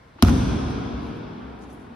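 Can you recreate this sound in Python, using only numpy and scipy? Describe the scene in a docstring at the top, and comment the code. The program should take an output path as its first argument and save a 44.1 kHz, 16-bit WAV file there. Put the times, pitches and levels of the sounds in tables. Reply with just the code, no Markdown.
"""A body is thrown onto padded mats in a large sports hall: the arm slaps the vinyl (sharp noise bursts), the
trunk thuds on the sprung floor and softer thuds follow (short pushes that ring the mat, the floor and the
hall's low standing waves). Walls return the slap as duller bursts, and a long reverberation of fading noise
fills the hall. Cotton jackets rustle faintly (tiny ticks) as the two wrestle on, with soft low booms and faint
short tones (fading tones) before and after the fall, over the steady noise of the hall's hum."""
import sys
import numpy as np
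from scipy import signal
from scipy.fft import rfft, irfft
from scipy.io import wavfile
from scipy.ndimage import uniform_filter1d

SR = 44100
rng = np.random.default_rng(int(sys.argv[2]) if len(sys.argv) > 2 else 0)


def unload_audio(sound):
    """Save the sound as a 16-bit wav file, at the path given as the first command line argument."""
    columns = np.transpose(np.atleast_2d(sound))
    # keep every value between -1 and 1, then stretch to whole-number steps
    steps = np.round(np.clip(columns, -1, 1) * 32767)
    wavfile.write(sys.argv[1], SR, steps.astype(np.int16))


N = 85995  # length in samples

# Tone of the hum. Each row: frequency in Hz, relative level in dB.
HUM_COLOUR = [(18, -2), (30, -2.5), (59, 9.5), (415, -7.5), (473, -5.5), (1810, -14), (2610, -19),
              (5450, -29), (7270, -42.5), (8080, -38.5), (12000, -42), (16000, -61)]
HUM_DB = -50

# Soft low booms and faint short tones, before and after the fall.
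# Each row: start in seconds, level in dB, pitch in Hz, time to fade by 60 dB in seconds.
BOOMS = [(0.16, -37, 276, 0.054), (0.186, -34, 924, 0.018), (0.194, -37, 328, 0.12), (0.438, -18, 61, .3),
         (.485, -23, 105, 0.092), (.55, -36, 65, 0.15), (0.621, -20, 73, 0.35), (0.736, -26, 58.7, 0.3),
         (.79, -28, 105, 0.086), (0.928, -22, 61, 0.33), (1.021, -24, 67, 0.27), (1.24, -36, 60.5, .3),
         (1.427, -36, 65.9, 0.93), (1.583, -36, 62, 0.59), (1.721, -45, 55.3, 0.36),
         (1.902, -32, 238.4, 0.26)]

# Tugs on the jackets. Each row: peak in seconds, level in dB, fade in seconds, middle of its band in Hz.
RUSTLES = [(.165, -54, 0.0075, 500), (.189, -44.5, 0.0061, 940), (0.21, -55.5, 0.039, 2570),
           (0.705, -63, 0.017, 9000), (1.05, -69, 0.057, 9900), (1.165, -72, 0.022, 10000),
           (1.592, -62, .0012, 10500), (1.624, -60.5, 0.021, 6170), (1.68, -74, 0.032, 8700),
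           (1.706, -64, 0.015, 6900), (1.735, -64.5, 0.014, 10700), (1.79, -70.5, 0.069, 8300)]
# Tone of the cloth. Each row: frequency in Hz, relative level in dB.
CLOTH_COLOUR = [(1500, 0), (4000, 8), (6500, 10), (7600, 2), (10500, 10), (12000, 4.5), (13500, -6),
                (16000, -9)]
FIBRES_PER_S, FIBRE_SPREAD_DB = 3500, 4  # how often fibres tick, and how uneven the ticks are
RUSTLE_OCTAVES, RUSTLE_RISE = 0.6, 0.5  # spread of a rustle's band; rise time as a share of the fade

# Palm and arm on vinyl. Each row: start in seconds, level in dB before colouring, fade time in milliseconds.
CRACKS = [(.2245, -2, 0.1), (.2254, -2, 0.78), (.2261, -17, 1), (.2282, -16.5, 1)]
SNAP = 7.0  # each crack opens with a click this many times its noise
# Tone of the slap. Each row: frequency in Hz, level in dB.
SLAP_COLOUR = [(300, -9.5), (600, 9.5), (1300, 6), (2000, 0.5), (3400, 4), (4200, -4), (5500, 4.5),
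               (6900, -4.5), (8200, -3.5), (9600, -5), (11400, -3), (13000, -14), (14500, 2),
               (16000, -16.5)]
# Sideways balance of the slap. Each row: frequency in Hz, left minus right level in dB.
SLAP_PAN = [(300, -18.5), (700, 12.5), (2000, 5), (3400, 13), (4100, 25), (4900, -11.5), (5600, 1.5),
            (15000, 0)]
# Timing between the microphone ports. Each row: frequency in Hz, lead of the left port in radians.
SLAP_LEAD = [(100, 0), (700, .9), (3400, 1.4), (4100, .4), (5500, -.8), (6200, -.7), (7500, -3.6),
             (8300, -3.9), (11000, -6.3), (14500, -9.3), (16000, -10.)]
# Slap off floor, walls and roof. Each row: start in seconds, level in dB before colouring, smear in milliseconds.
ECHOES = [(.2302, -10.5, 2.3), (.2345, -12, 2.3), (.2365, -11, 0.76), (.2432, -28.5, 1.7),
          (.2485, -14.5, 1.9), (.2600, -28, 0.9), (.2690, -24.5, 12), (.2745, -19.5, 1.5),
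          (.2785, -19.5, 3), (.2840, -15.5, 3.2), (.2935, -16.5, 2.6), (.2980, -21.5, 3.9)]
# Tone of the echoes. Each row: frequency in Hz, level in dB.
WALL_COLOUR = [(300, -12), (700, 3), (1250, 7), (1550, 7), (1900, -5), (2400, -1), (3500, -7), (6000, -8.5),
               (9000, -21), (12500, -16.5), (16000, -51)]

# The fall's low thuds, then softer thuds as the bodies land and settle. Each row: start in seconds, level in
# dB, contact time in milliseconds.
THUDS = [(0.2266, 1.5, 2.14), (0.2363, -9.5, 3.7), (0.2769, -7.5, 2.36), (0.282, -23, 0.91),
         (0.2950, -25, 3.9), (0.3154, -14.5, 2.1), (0.36, -22, 2.9), (0.3797, -17, 2.6), (0.429, -15, 4.6),
         (0.543, -15.5, 2.9)]
# Ringing tones of mat and floor, plus two low, long-lasting standing waves of the hall (52.8 and 65 Hz). Each
# row: pitch in Hz, level in dB, time to fade by 60 dB in seconds.
RINGING_MODES = [(52.8, -23, 1), (65, -11, 0.72), (86.3, 2.5, 0.095), (105, -10.5, 0.05), (128, -18, .07),
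                 (167.5, -9.5, 0.1), (210, -16, 0.23), (238, 5, 0.068), (261.2, -20.5, 0.53), (345, -6, 0.053),
                 (715, -11, 0.14), (996, -21.5, .04), (1246, -17, 0.084)]
SWELL_CYCLES = 0.83  # time constant, in cycles, for a tone to swing up
THUD_PAN_DB = 0.4  # left minus right, for thuds and booms

# Tone of the reverberation. Each row: frequency in Hz, relative level in dB.
HALL_COLOUR = [(18, -40), (30, -15), (43, -15), (59, -3.5), (73, -1.5), (170, -6), (252, -3.5),
               (345, -14.5), (437, -16), (526, -24.5), (649, -25.5), (780, -24.5), (1070, -26.5),
               (1430, -27.5), (1960, -38), (2350, -33), (2980, -37.5), (3310, -33), (4420, -39.5),
               (5170, -36.5), (6210, -39.5), (7270, -55), (8300, -46.5), (10800, -46.5), (16000, -66)]
# How long the hall rings. Each row: frequency in Hz, time to fade by 60 dB in seconds.
HALL_T60 = [(40, 3.4), (70, 2.05), (130, 3.22), (280, 4.15), (740, 5.42), (1900, 4.75), (4000, 3.48),
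            (6000, 2.18), (9000, 1.59), (14000, 0.76)]
HALL_DB, HALL_START_S = -17.5, 0.228
EARLY_DB, EARLY_T60 = -1.5, 0.35  # an added early part: level over the late part, extra fade in seconds
HALL_BUILD_S, BUILD_CURVE = 0.049, 0.67  # how fast the hall fills, and the bend of that rise
BASS_BUILD_S, BASS_HZ = 0.04, 330  # the boom below this pitch starts more gently
STEADY_HZ, STEADY_SHARE = (120, 400), 0.3  # in this band the hall swells less

# Width of the hall and hum. Each row: frequency in Hz, side minus middle level in dB.
WIDTH = [(60, -46.5), (110, -12.5), (200, -11.5), (380, -3.5), (700, 0.5), (1290, -0.5), (2380, -4),
         (4400, -5.5), (8120, 9.5), (15000, -39.5)]
# Sideways balance of the hall and hum. Each row: frequency in Hz, left minus right level in dB.
HALL_PAN = [(60, -2.5), (110, 1), (200, 0), (380, 1.0), (700, 0.5), (1290, 0.5), (2380, 1.5), (4400, 3),
            (8120, 0.5), (15000, 1.5)]
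PATCH_DB = 2  # typical rise and dip of narrow bands of that noise

MIC_LOW_HZ, CEILING, EDGE_HZ = 40, 0.95, 16300  # bass roll-off in Hz, overload ceiling, top of the band in Hz


def amp(db):
    """Turns decibels into a plain multiplier."""
    return 10 ** (np.asarray(db) / 20)


def evened(x):
    """Scales a sound to an average (RMS) level of one."""
    return x / np.sqrt(np.mean(x ** 2) + 1e-20)


def read(points, hz):
    """Reads a table at any frequency, with straight lines over a logarithmic pitch scale."""
    f, value = np.transpose(points)
    return np.interp(np.log(hz + 1), np.log(f + 1), value)


def add(mix, start_s, sound):
    """Lays a sound into the mix at its start time, cut off at the end."""
    part = mix[round(start_s * SR):][:len(sound)]
    part += sound[:len(part)]


def coloured(x, colour, pan=((0, 0), (1, 0)), lead=((0, 0), (1, 0))):
    """Filters causally (nothing rings before its start) and spreads to two microphone ports."""
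    hz = np.fft.rfftfreq(N, 1 / SR)
    side = np.array([[0.5], [-0.5]])
    log_gain = np.log(amp(read(colour, hz)))
    # The phase that makes the filter causal follows from its gain.
    mirrored = np.r_[log_gain, log_gain[:0:-1]]
    phase = -signal.hilbert(mirrored).imag[:len(hz)] + side * read(lead, hz)
    balance = amp(side * read(pan, hz))
    return irfft(rfft(x) * balance * np.exp(log_gain + 1j * phase), N)


def diffuse(level_db, size):
    """Noise from all around; level_db(hz, t) shapes it, and its middle and side are unrelated."""
    hop = size // 4
    hz = np.fft.rfftfreq(size, 1 / SR)[:, None]
    t = np.arange(N // hop + 5) * hop / SR
    a, b, c, d, patches = rng.standard_normal((len(t), len(hz), 5)).T
    # Smooth the patches over pitch, then over time.
    patches = uniform_filter1d(patches, size=2, axis=0)
    patches = evened(uniform_filter1d(patches, size=16, axis=1))
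    patch_db = PATCH_DB * patches * (hz > STEADY_HZ[1])
    mid = a + 1j * b
    side = (c + 1j * d) * amp(read(WIDTH, hz))
    pan = read(HALL_PAN, hz) / 2
    ports = np.array([(mid + side) * amp(pan), (mid - side) * amp(-pan)])
    ports = ports * amp(level_db(hz, t) + patch_db)
    return signal.istft(ports, nperseg=size, noverlap=size - hop)[1][:, :N]


def hum():
    """Steady ventilation rumble of the hall, made of coloured noise."""
    def level_db(hz, t):
        return read(HUM_COLOUR, hz) + 0 * t
    return amp(HUM_DB) * evened(diffuse(level_db, size=2048))


def swing(hz, db, t60):
    """A tone that swings up quickly at one pitch and dies away."""
    t = np.arange(N) / SR
    rise = -np.expm1(-t * hz / SWELL_CYCLES)
    return amp(db - 60 * t / t60) * np.sin(2 * np.pi * hz * t) * rise


def thud_panned(x):
    """Places a sound slightly to the left."""
    return x * amp([[THUD_PAN_DB / 2], [-THUD_PAN_DB / 2]])


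def booms():
    """Each boom or short tone is one fading tone."""
    out = np.zeros(N)
    for start_s, db, hz, t60 in BOOMS:
        add(out, start_s, swing(hz, db, t60))
    return thud_panned(out)


def cloth():
    """Fibre ticks of uneven size swell with each tug on the jackets, each tug in its own band."""
    t, hz = np.arange(N) / SR, np.fft.rfftfreq(N, 1 / SR) + 1
    size_db = FIBRE_SPREAD_DB * np.minimum(rng.exponential(1, (2, N)), 3)
    happens = rng.random((2, N)) < FIBRES_PER_S / SR
    ticks = amp(size_db) * happens * rng.choice([-1.0, 1.0], (2, N))
    spectrum = rfft(coloured(ticks, CLOTH_COLOUR))
    out = np.zeros((2, N))
    for peak_s, db, fade_s, centre_hz in RUSTLES:
        band = np.exp(-0.5 * (np.log2(hz / centre_hz) / RUSTLE_OCTAVES) ** 2)
        spread_s = fade_s * np.where(t < peak_s, RUSTLE_RISE, 1)
        tug = np.exp(-0.5 * ((t - peak_s) / spread_s) ** 2)
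        out += evened(irfft(spectrum * band, N)) * amp(db) * tug
    return out


def bursts(rows, snap=0):
    """Short decaying bursts of noise, each opening with a click if snap is set."""
    x, t = np.zeros(N), np.arange(800) / SR
    grains = rng.standard_normal((len(rows), 800))
    for (start_s, db, ms), grain in zip(rows, grains):
        grain = (grain - snap * (t == 0)) * np.exp(-t * 1000 / ms)
        # A longer burst gets more energy.
        strength = np.sqrt(ms * SR / 2000)
        add(x, start_s, amp(db) * grain / np.linalg.norm(grain) * strength)
    return x


def slap():
    """Sharp cracks of arm on vinyl, then duller echoes whose noise differs at each port."""
    cracks = coloured(bursts(CRACKS, SNAP), SLAP_COLOUR, SLAP_PAN, SLAP_LEAD)
    echoes = [coloured(bursts(ECHOES), WALL_COLOUR)[0] for port in "LR"]
    return cracks + echoes


def thuds():
    """Each thud is a rounded push, as long as the contact, that rings the mat and floor and the hall's low
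    standing waves."""
    push = np.zeros(N)
    for start_s, db, ms in THUDS:
        bump = np.hanning(round(ms * SR / 1000) + 2)
        add(push, start_s, amp(db) * bump / bump.sum())
    ringing = sum(swing(*mode) for mode in RINGING_MODES)
    return thud_panned(signal.fftconvolve(push, ringing)[:N])


def steadied(x):
    """Partly evens out the chance swells of the low band, one narrow strip at a time."""
    z = signal.stft(x, nperseg=2048)[2]
    power = uniform_filter1d((abs(z) ** 2).mean(0), size=3, axis=0) + 1e-20
    usual = uniform_filter1d(power, size=11, axis=1)
    hz = np.fft.rfftfreq(2048, 1 / SR)[:, None]
    low = (hz > STEADY_HZ[0]) & (hz < STEADY_HZ[1])
    gain = (usual / power) ** (STEADY_SHARE * low / 2)
    return signal.istft(z * gain, nperseg=2048)[1][:, :N]


def hall():
    """Reverberation builds up from the fall, while each band dies at its own speed."""
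    def level_db(hz, t):
        age = np.maximum(t - HALL_START_S, 0)
        early = 1 + amp(EARLY_DB - 60 * age / EARLY_T60)
        return read(HALL_COLOUR, hz) - 60 * age / read(HALL_T60, hz) + 20 * np.log10(early)
    tail = steadied(diffuse(level_db, size=2048))
    # The first quarter second, before the build-up is applied, sets the level.
    first = tail[:, round(HALL_START_S * SR):][:, :SR // 4]
    age = np.maximum(np.arange(N) / SR - HALL_START_S, 0)
    bass = signal.sosfiltfilt(signal.butter(2, BASS_HZ, fs=SR, output="sos"), tail)
    bass_build = -np.expm1(-(age / BASS_BUILD_S) ** 2)
    rest_build = -np.expm1(-(age / HALL_BUILD_S) ** BUILD_CURVE)
    grown = bass * bass_build + (tail - bass) * rest_build
    return amp(HALL_DB) * grown / np.sqrt(np.mean(first ** 2))


def scene():
    """Adds all the sounds of the hall together."""
    return hum() + booms() + cloth() + slap() + thuds() + hall()


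def record(dry):
    """Bass roll-off of the microphone, soft overload of the input stage, then the band limit."""
    thin = signal.sosfilt(signal.butter(4, MIC_LOW_HZ, "high", fs=SR, output="sos"), dry)
    soft = CEILING * np.tanh(thin / CEILING)
    band_limit = signal.firwin(511, EDGE_HZ, window=("kaiser", 9), fs=SR)
    return signal.oaconvolve(soft, band_limit[None], "same")


dry = scene()
out = record(dry)
unload_audio(out)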